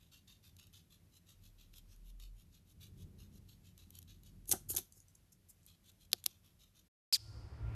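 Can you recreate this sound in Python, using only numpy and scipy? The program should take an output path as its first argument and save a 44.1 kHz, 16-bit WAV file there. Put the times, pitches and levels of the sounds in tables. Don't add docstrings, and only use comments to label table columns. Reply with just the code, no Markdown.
import sys
import numpy as np
from scipy import signal
from scipy.fft import rfft, irfft
from scipy.io import wavfile
from scipy.ndimage import uniform_filter1d

SR = 44100
rng = np.random.default_rng(int(sys.argv[2]) if len(sys.argv) > 2 else 0)


def store_pcm(level_fs):
    pcm = np.round(np.clip(level_fs, -1, 1) * 32767).astype(np.int16)
    wavfile.write(sys.argv[1], SR, np.atleast_2d(pcm).T)


N = 341774
TIME = np.arange(N) / SR
INDOOR_END_S, OUTDOOR_START_S = 6.885, 7.1255
EDGE_HZ = 14300


# t/s, level/dB
RUMBLE_LEVEL = [(0, -68), (2.65, -67), (3.0, -55), (3.36, -57), (3.5, -63.5), (4.45, -61.5), (4.77, -58.5),
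                (4.88, -71), (6.15, -69), (6.88, -73.5)]
# f/Hz, level/dB
ROOM_SPECTRUM = [(15, -34.5), (30, -13), (45, 3.5), (65, -6.5), (92, 6.5), (125, -6.5), (175, -3),
                 (250, -14), (350, -17), (600, -35), (1200, -42.5), (4000, -49)]
# f/Hz, level/dB
HISS_SPECTRUM = [(100, 1.5), (600, 0), (1500, -1.5), (2200, -0.5), (3700, -1.5), (6000, -2.5), (9000, -5),
                 (12400, 1.5), (13000, -5.5), (13500, -28.5)]
# t/s, length/s, first f/Hz, last f/Hz, first level/dB, last level/dB
DEEP_HUMS = [(1.331, 1.101, 36.2, 41.5, -64, -52.5), (4.045, .68, 42.3, 43.9, -64, -61.5)]
HUM_TURN_SHARE, HUM_TURN_S, HUM_FADE_S = 0.59, 0.12, 0.1

# t/s, level/dB
STREET_LEVEL = [(7.19, -75), (7.35, -61.5), (7.47, -61), (7.75, -54.5)]
# f/Hz, level/dB
STREET_SPECTRUM = [(20, -22.5), (60, 4), (140, 9), (200, 0), (400, -2), (650, -7), (950, -7.5), (1600, -14),
                   (2500, -18.5), (4000, -28), (7000, -34), (13500, -37), (14200, -68.5)]
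# t/s, level/dB
DRONE_SWELL_LEVEL = [(7.13, -22.5), (7.3, -5), (7.57, -8.5), (7.65, 4), (7.75, -1)]
# f/Hz, level/dB
DRONE_TONES = [(61, -53.5), (112, -49), (239, -80), (335, -69.5), (942, -80), (1394, -71.5)]
# f/Hz, level/dB
DRONE_SPECTRUM = [(20, -24), (35, -13.5), (50, -5.5), (62, 1), (95, 0.5), (125, -10), (170, -28.5),
                  (400, -75)]
# f/Hz, level/dB
GLARE_NOISE_SPECTRUM = [(900, -25.5), (1900, -1), (2500, 2), (3200, -13), (4500, -20), (9000, -39)]
GLARE_START_S, GLARE_RISE_S = 7.6, 0.14
# f/Hz, level/dB
SHIMMER_SPECTRUM = [(1500, -29.5), (3000, -21), (4000, -17), (4600, -4.5), (5200, -6), (5800, -16.5),
                    (9500, -24), (11400, -28), (13300, -29), (14200, -51)]
SHIMMER_FADE_DB_PER_S = 41.5

# t/s, f/Hz, level/dB
SQUEAK_PATH = [(7.126, 2524, -31.5), (7.132, 2680, -29), (7.141, 3184, -29.5), (7.148, 2516, -30),
               (7.155, 2374, -33), (7.162, 1686, -40), (7.17, 1640, -49)]
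# t/s, length/s, f/Hz, sag/Hz per s
SQUEAK_LEAPS = [(7.134, 0.0057, 4770, 34800), (7.1415, .0059, 5350, 150000)]
LEAP_EDGE_S, LEAP_DB = 0.0014, 4.7
LOW_SECOND_DB, HIGH_SECOND_DB = 13.5, -13.5
ROUGH_START, ROUGH_END, ROUGH_HIGH = 0.44, 0.91, 0.19

# f/Hz, level/dB, factor on the decay
CUCUMBER_MODES = [(350.7, 1.5, 1.0), (520, -11, 0.99), (744, -3.5, 0.99), (847, -7.5, 0.34),
                  (1230, -11, 0.7), (1570, -11.5, 1)]
# f/Hz, level/dB
THUD_SPECTRUM = [(90, -11.5), (200, 0), (280, 1.5), (450, -4), (620, -13), (1100, -23.5), (1800, -22.5),
                 (4000, -45.5)]
# t/s, peak level/dB of the crack, brightness/dB, knock level/dB
SHARP_SNAPS = [(6.1316, -7, -1, -51), (6.2628, -9.5, 10.5, -61)]
# f/Hz, level/dB
SNAP_SPECTRUM = [(100, -27.5), (700, -18.5), (2200, -14.5), (3100, -3), (4400, 2), (5600, -4), (7000, -9.5),
                 (9600, -14), (11100, -3), (12400, -7), (13500, -15.5), (14200, -30)]

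# t/s, length/s, level/dB
LIGHT_NIBBLES = [(4.9222, 0.0029, -52), (4.942, 0.054, -65.5), (5.0015, 0.0027, -54.5), (5.082, .0024, -55),
                 (5.149, 0.0083, -59.5), (5.317, .017, -60.5), (5.483, 0.03, -58), (5.631, 0.0014, -63),
                 (5.653, 0.0018, -63)]
# f/Hz, level/dB
NIBBLE_SPECTRUM = [(1000, -28), (3000, -22), (4500, -9), (5600, -2), (6600, 6), (8500, 0.5), (10500, -1),
                   (12400, 2), (13100, -9), (13700, -25)]
NIBBLE_RISE_SHARE, TRAIL_DB, TRAIL_S = 0.59, -18.5, 0.03

# t/s, rise/s, fall/s, level/dB, brightness/dB
BITE_STROKES = [(4.471, .028, 0.019, -44.5, 7), (4.685, 0.018, 0.022, -38, 5), (4.725, 0.01, .025, -52, -6),
                (4.768, 0.014, 0.016, -44, -12)]
# t/s, level/dB, brightness/dB
FLESH_RIPS = [(4.5128, -20.5, 0), (4.5205, -22, 0), (4.7624, -31.5, -3), (4.7672, -30, 4.5),
              (4.7778, -37.5, -8), (4.785, -37, 8)]
# f/Hz, level/dB
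CRISP_SPECTRUM = [(300, -21), (1500, -18), (2200, -19.5), (3400, -8.5), (4900, -8.5), (5500, -6), (6600, 1),
                  (8200, -4.5), (10500, 1), (12400, 2.5), (13100, -3), (13900, -27.5)]
RIP_RISE_S, RIP_FALL_S = 0.0026, 0.004
CRUMBLE_DB, CRUMBLE_RISE_S, CRUMBLE_DECAY_S, CRUMBLE_BRIGHT_DB = -13, 0.005, 0.0083, -2
# t/s, level/dB, hardness/dB on the upper modes
CUCUMBER_JOLTS = [(2.15, -59, -13), (4.493, -47.5, -10), (4.517, -40, -13.5), (4.533, -44, 3.5),
                  (4.703, -44, -15), (4.742, -51.5, 0), (4.782, -50.5, -1), (4.97, -65, -13)]
JOLT_DECAY_S, HARD_LINGER_PER_DB = 0.0106, 0.0851

# t/s, level/dB, brightness/dB
SHORT_TICKS = [(.566, -58.5, 3), (.597, -55.5, -5), (.669, -60, 10), (1.739, -56.5, -10), (2.199, -56, 0),
               (3.778, -57, 4), (3.905, -53, 13), (3.953, -51.5, 9), (3.988, -48.5, 9), (4.018, -60, 6),
               (4.027, -56, 6), (4.234, -59, 9), (4.456, -60, 6.5), (4.4926, -32.5, 31), (4.5106, -40, 7.5),
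               (4.7503, -33.5, 28), (5.664, -51.5, 26), (6.117, -50.5, 0), (6.24, -44, 7.5),
               (6.2591, -42.5, -6)]
# t/s, level/dB, firmness of the piece (0-1)
CHEW_STROKES = [(0, -75.5, 1), (.112, -68, 1), (0.272, -67.5, 1), (0.42, -67.5, 0.6), (0.581, -68, 1),
                (0.725, -67.5, 0.82), (0.89, -71, .3), (1.109, -68.5, .1), (1.259, -68.3, .55),
                (1.41, -72.5, 0.44), (1.575, -72, 0.72), (1.717, -66.5, 0.06), (1.872, -72, .15),
                (2.034, -73.5, 0.15), (2.189, -64, 0.74), (2.352, -75, 0.1), (2.509, -73.5, 0.53),
                (2.649, -73.5, 0), (2.794, -65.5, 0.54), (2.961, -70, 0.12), (3.174, -68.5, 0.54),
                (3.308, -71, 0), (3.47, -71, 0.54), (3.627, -70.5, 0.54), (3.771, -70.5, 0.85),
                (3.914, -68.5, 0.27), (4.072, -70, 1), (4.222, -71.5, 0.28), (5.663, -71, 0.76),
                (5.826, -70, 0.02), (5.978, -73, .25), (6.127, -72, 0), (6.277, -69, 0.93),
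                (6.427, -75, 0.84), (6.588, -71, 0.99), (6.736, -73.5, 0.63)]
# f/Hz, level/dB
MOLAR_SPECTRUM = [(600, -37.5), (1200, -11.5), (2100, -18.5), (2600, -5.5), (3800, 1), (4900, -7.5),
                  (6700, -1.5), (8400, -9.5), (10000, -8), (12000, 0.5), (13000, -7), (13400, -43)]
STROKE_S, FIRM_RISE_S, SOFT_RISE_S = 0.079, 0.009, 0.069
FIRM_BRIGHT_DB, SOFT_BRIGHT_DB = -8, 0.5
USUAL_CHEW_DB, DULLING_DB_PER_DB = -68.5, 0.12


def amp(db):
    return 10 ** (np.asarray(db) / 20)


def unit(x):
    return x / np.sqrt(np.mean(x ** 2) + 1e-20)


def smooth_noise(count, size):
    return unit(uniform_filter1d(rng.standard_normal(count), size=size))


def slow_drift(size):
    once = uniform_filter1d(rng.standard_normal(N), size=size)
    return unit(uniform_filter1d(once, size=size))


def wavering(depth_db, size=5000):
    return amp(depth_db * slow_drift(size))


def level(rows):
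    return amp(np.interp(TIME, *np.transpose(rows)))


def add(mix, s, sound):
    part = mix[max(round(s * SR), 0):][:len(sound)]
    part += sound[:len(part)]


def shape_db(points, hz, bright_db=0, shelf_hz=6000):
    f, db = np.transpose(points)
    treble_share = 1 - 1 / (1 + (hz / shelf_hz) ** 5)
    return np.interp(np.log(hz + 1), np.log(f), db) + bright_db * treble_share


def colour(x, points, bright_db=0):
    hz = np.fft.rfftfreq(len(x), 1 / SR)
    return unit(irfft(rfft(x) * amp(shape_db(points, hz, bright_db)), len(x)))


def noise(points):
    return colour(rng.standard_normal(N), points)


def cells(per_s, spread_db, size=16384):
    height_db = spread_db * np.minimum(rng.exponential(1, size), 4)
    height = amp(height_db) * rng.choice([-1, 1], size)
    return height * (rng.random(size) < per_s / SR)


def stroke(rise, fall, size=16384):
    t = np.arange(size) / SR
    return np.minimum(t / rise, 1) * np.exp(-(np.maximum(t - rise, 0) / fall) ** 2)


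def glint(x, longest_s=0.003, strength=0.38, count=5):
    out = x.copy()
    for delay, sign in rng.random((count, 2)):
        add(out, longest_s * delay, np.sign(sign - 0.5) * strength * x)
    return out / np.sqrt(1 + count * strength ** 2)


def humming():
    out = np.zeros(N)
    for s, length, first_hz, last_hz, first_db, last_db in DEEP_HUMS:
        t = np.arange(0, length, 1 / SR)
        speed = (1 + np.tanh((t - HUM_TURN_SHARE * length) / HUM_TURN_S)) / 2
        hz = first_hz + (last_hz - first_hz) * speed
        db = first_db + (last_db - first_db) * speed
        fade = np.minimum(np.minimum(t, length - t) / HUM_FADE_S, 1)
        tone = np.sqrt(2) * np.sin(2 * np.pi * np.cumsum(hz) / SR)
        add(out, s, fade * amp(db) * tone)
    return out


def background(rumble_db=0.5, rumble_waver_db=0.7, murk_db=-90, hiss_db=-79.5, hiss_waver_db=0.9):
    rumble = amp(rumble_db) * level(RUMBLE_LEVEL) * wavering(rumble_waver_db) * noise(ROOM_SPECTRUM)
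    murk_spectrum = [(150, -10), (350, 2.5), (600, 6.5), (900, -5.5), (1700, -12.0), (3000, -34.0)]
    murk = amp(murk_db) * noise(murk_spectrum)
    hiss = amp(hiss_db) * wavering(hiss_waver_db) * noise(HISS_SPECTRUM)
    return rumble + murk + humming() + hiss


def room(x, t60=0.22, onset_s=0.0013, size=16384):
    t = np.arange(size) / SR
    tail_spectrum = [(200, -3.0), (2000, 1.5), (6500, 1.0), (9000, -3.0), (13000, -1.5)]
    tail = colour(rng.standard_normal(size), tail_spectrum)
    tail *= amp(-60 * t / t60) * (1 - np.exp(-t / onset_s))
    return signal.fftconvolve(x, tail / np.linalg.norm(tail))[:N]


def outdoors(drone_db=-46.0, glare_db=-68.0, shimmer_db=-59.0, waver=0.0037):
    turns_per_hz = np.cumsum(1 + waver * slow_drift(3000)) / SR
    tones = np.sqrt(2) * sum(amp(db) * np.sin(2 * np.pi * hz * turns_per_hz) for hz, db in DRONE_TONES)
    drone = level(DRONE_SWELL_LEVEL) * (tones + amp(drone_db) * noise(DRONE_SPECTRUM))
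    street = level(STREET_LEVEL) * noise(STREET_SPECTRUM)
    glare_rise = np.clip((TIME - GLARE_START_S) / GLARE_RISE_S, 0, 1)
    glare = amp(glare_db) * glare_rise * noise(GLARE_NOISE_SPECTRUM)
    fade_db = SHIMMER_FADE_DB_PER_S * np.maximum(TIME - OUTDOOR_START_S, 0)
    shimmer = amp(shimmer_db - fade_db) * noise(SHIMMER_SPECTRUM)
    return drone + street + glare + shimmer


def squeak(jitter=0.012, hoarse_jitter=0.06, shimmer=0.33, upper_db=-8, slope_db=1.0):
    s, *columns = np.transpose(SQUEAK_PATH)
    t = np.arange(s[0], s[-1], 1 / SR)
    hz, db = (np.interp(t, s, c) for c in columns)
    high = np.zeros(len(t))
    for start, length, leap_hz, sag in SQUEAK_LEAPS:
        from_edge = np.minimum(t - start, start + length - t)
        inside = np.clip(from_edge / LEAP_EDGE_S + 0.5, 0, 1)
        hz = hz + inside * (leap_hz - sag * (t - start) - hz)
        high = np.maximum(high, inside)

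    hoarse = ROUGH_START + (ROUGH_END - ROUGH_START) * np.linspace(0, 1, len(t)) ** 2
    rough = np.clip(hoarse + high * (ROUGH_HIGH - hoarse), 0, 1)
    shake, flutter = smooth_noise(len(t), 30), smooth_noise(len(t), 30)
    shaken_hz = hz * (1 + (jitter + hoarse_jitter * rough) * shake)
    phase = 2 * np.pi * np.cumsum(shaken_hz) / SR

    second_db = LOW_SECOND_DB + high * (HIGH_SECOND_DB - LOW_SECOND_DB)
    upper = [np.clip(second_db, -10, 6) + upper_db + slope_db * k for k in range(5)]
    gains = amp([0 * t, second_db] + upper)
    tone = sum(g * np.sin(k * phase) * (k * hz < EDGE_HZ) for k, g in enumerate(gains, 1))
    tone = tone / np.sqrt((gains ** 2).sum(0) / 2)
    rasp_spectrum = [(200, -15.5), (1500, -42), (2600, -7), (4800, 6.0), (6500, 3.5), (9000, 0.5),
                     (11000, -15.0), (13000, 3), (14200, -20)]
    rasp = colour(rng.standard_normal(len(t)), rasp_spectrum)
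    voice = np.sqrt(1 - rough ** 2) * tone * (1 + shimmer * rough * flutter) + rough * rasp
    out = np.zeros(N)
    add(out, s[0], amp(db + LEAP_DB * high) * voice)
    return out


def knock(decay, hard_db, wander=0.075, thud_db=-3, onset_s=0.0013, size=8192):
    t = np.arange(size) / SR
    sound = amp(thud_db) * colour(rng.standard_normal(size), THUD_SPECTRUM) * np.exp(-t / decay)
    for k, (hz, db, lasting) in enumerate(CUCUMBER_MODES):
        bend = 1 + wander * smooth_noise(size, 150)
        ring = np.sin(2 * np.pi * hz * np.cumsum(bend) / SR) * np.exp(-t / (decay * lasting))
        sound += np.sqrt(2) * amp(db + hard_db * (k > 0)) * ring
    return sound * (1 - np.exp(-t / onset_s))


def snapping(crumble_db=-29, crumble_s=0.0029, size=4096):
    out, t = np.zeros(N), np.arange(size) / SR
    hz = abs(np.fft.fftfreq(size, 1 / SR))
    for s, db, bright_db, knock_db in SHARP_SNAPS:
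        log_gain = np.log(amp(shape_db(SNAP_SPECTRUM, hz, bright_db)))
        crack = np.fft.ifft(np.exp(np.conj(signal.hilbert(log_gain)))).real
        crumble = colour(rng.standard_normal(size), SNAP_SPECTRUM, bright_db) * np.exp(-t / crumble_s)
        add(out, s, amp(db) * (crack / abs(crack).max() + amp(crumble_db) * crumble))
        add(out, s, amp(knock_db) * knock(0.0081, 1.2))
    return out


def nibbling(per_s=14000, spread_db=3.0):
    out = np.zeros(N)
    for s, length, db in LIGHT_NIBBLES:
        rise = NIBBLE_RISE_SHARE * length
        trail = amp(TRAIL_DB) * stroke(length, TRAIL_S)
        envelope = np.maximum(stroke(rise, length - rise), trail)
        scrape = envelope * colour(cells(per_s, spread_db), NIBBLE_SPECTRUM)
        add(out, s, amp(db) * glint(scrape, longest_s=0.0016))
    return out


def biting(per_s=8000, spread_db=2.3, shudder_db=-11, shudder_rise_s=0.0053, shudder_fall_s=0.04, size=16384):
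    out, t = np.zeros(N), np.arange(size) / SR
    crumble_decay = np.exp((CRUMBLE_RISE_S - t) / CRUMBLE_DECAY_S)
    crumble = amp(CRUMBLE_DB) * np.minimum(t / CRUMBLE_RISE_S, crumble_decay)
    tears = [(s, stroke(rise, fall), db, bright_db) for s, rise, fall, db, bright_db in BITE_STROKES]
    for s, db, bright_db in FLESH_RIPS:
        tears.append((s, stroke(RIP_RISE_S, RIP_FALL_S), db, bright_db))
        tears.append((s, crumble, db, CRUMBLE_BRIGHT_DB))
    for s, envelope, db, bright_db in tears:
        tear = envelope * colour(cells(per_s, spread_db), CRISP_SPECTRUM, bright_db)
        add(out, s, amp(db) * glint(tear, longest_s=0.0008, strength=0.21))
    for s, db, hard_db in CUCUMBER_JOLTS:
        decay = JOLT_DECAY_S * np.exp(HARD_LINGER_PER_DB * hard_db)
        add(out, s, amp(db) * knock(decay, hard_db))
        rumble = colour(rng.standard_normal(size), ROOM_SPECTRUM)
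        add(out, s, amp(db + shudder_db) * stroke(shudder_rise_s, shudder_fall_s) * rumble)
    return out


def ticks(rise=0.00025, fall=0.0027, stray_chance=0.3, stray_within_s=0.093, stray_db=-66, stray_bright_db=7):
    out = np.zeros(N)
    strays = []
    for chew, (chance, when) in zip(CHEW_STROKES, rng.random((len(CHEW_STROKES), 2))):
        if chance < stray_chance:
            strays.append((chew[0] + stray_within_s * when, stray_db, stray_bright_db))
    for s, db, bright_db in list(SHORT_TICKS) + strays:
        add(out, s, amp(db) * stroke(rise, fall) * colour(cells(20100, 1.5), MOLAR_SPECTRUM, bright_db))
    return out


def chewing(per_s=13000, gain_db=4.5, treble_share=0.28, uneven_db=2.23, grit_per_s=90, grit_db=-8, size=16384):
    out = np.zeros(N)
    for s, db, firmness in CHEW_STROKES:
        rise = np.interp(firmness, [0, 1], [SOFT_RISE_S, FIRM_RISE_S])
        bright_db = np.interp(firmness, [0, 1], [SOFT_BRIGHT_DB, FIRM_BRIGHT_DB])
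        bright_db = bright_db - DULLING_DB_PER_DB * (db - USUAL_CHEW_DB)
        treble_gain = np.sqrt(abs(1 - treble_share + treble_share * amp(bright_db) ** 2))
        catch = amp(uneven_db * smooth_noise(size, 260))
        fractures = unit(cells(per_s, 2.1)) + amp(grit_db) * unit(cells(grit_per_s, 1.5))
        grind = stroke(rise, STROKE_S - rise) * catch * colour(fractures, MOLAR_SPECTRUM, bright_db)
        add(out, s, amp(db + gain_db) * treble_gain * glint(grind))
    return out


def scene(wet_db=-15, snap_wet_db=-35):
    mouth = chewing() + ticks() + nibbling() + biting()
    snaps = snapping()
    echoes = room(amp(wet_db) * mouth + amp(snap_wet_db) * snaps)
    indoors = mouth + snaps + echoes + background()
    fade_out = np.clip((INDOOR_END_S - TIME) / 0.01, 0, 1)
    fade_in = np.clip((TIME - OUTDOOR_START_S) / 0.002, 0, 1)
    return (indoors * fade_out + outdoors() * fade_in + squeak())[None]


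def record(dry):
    lowpass = signal.firwin(255, EDGE_HZ, window=("kaiser", 8), fs=SR)
    return signal.oaconvolve(dry, lowpass[None], "same")


dry = scene()
out = record(dry)
store_pcm(out)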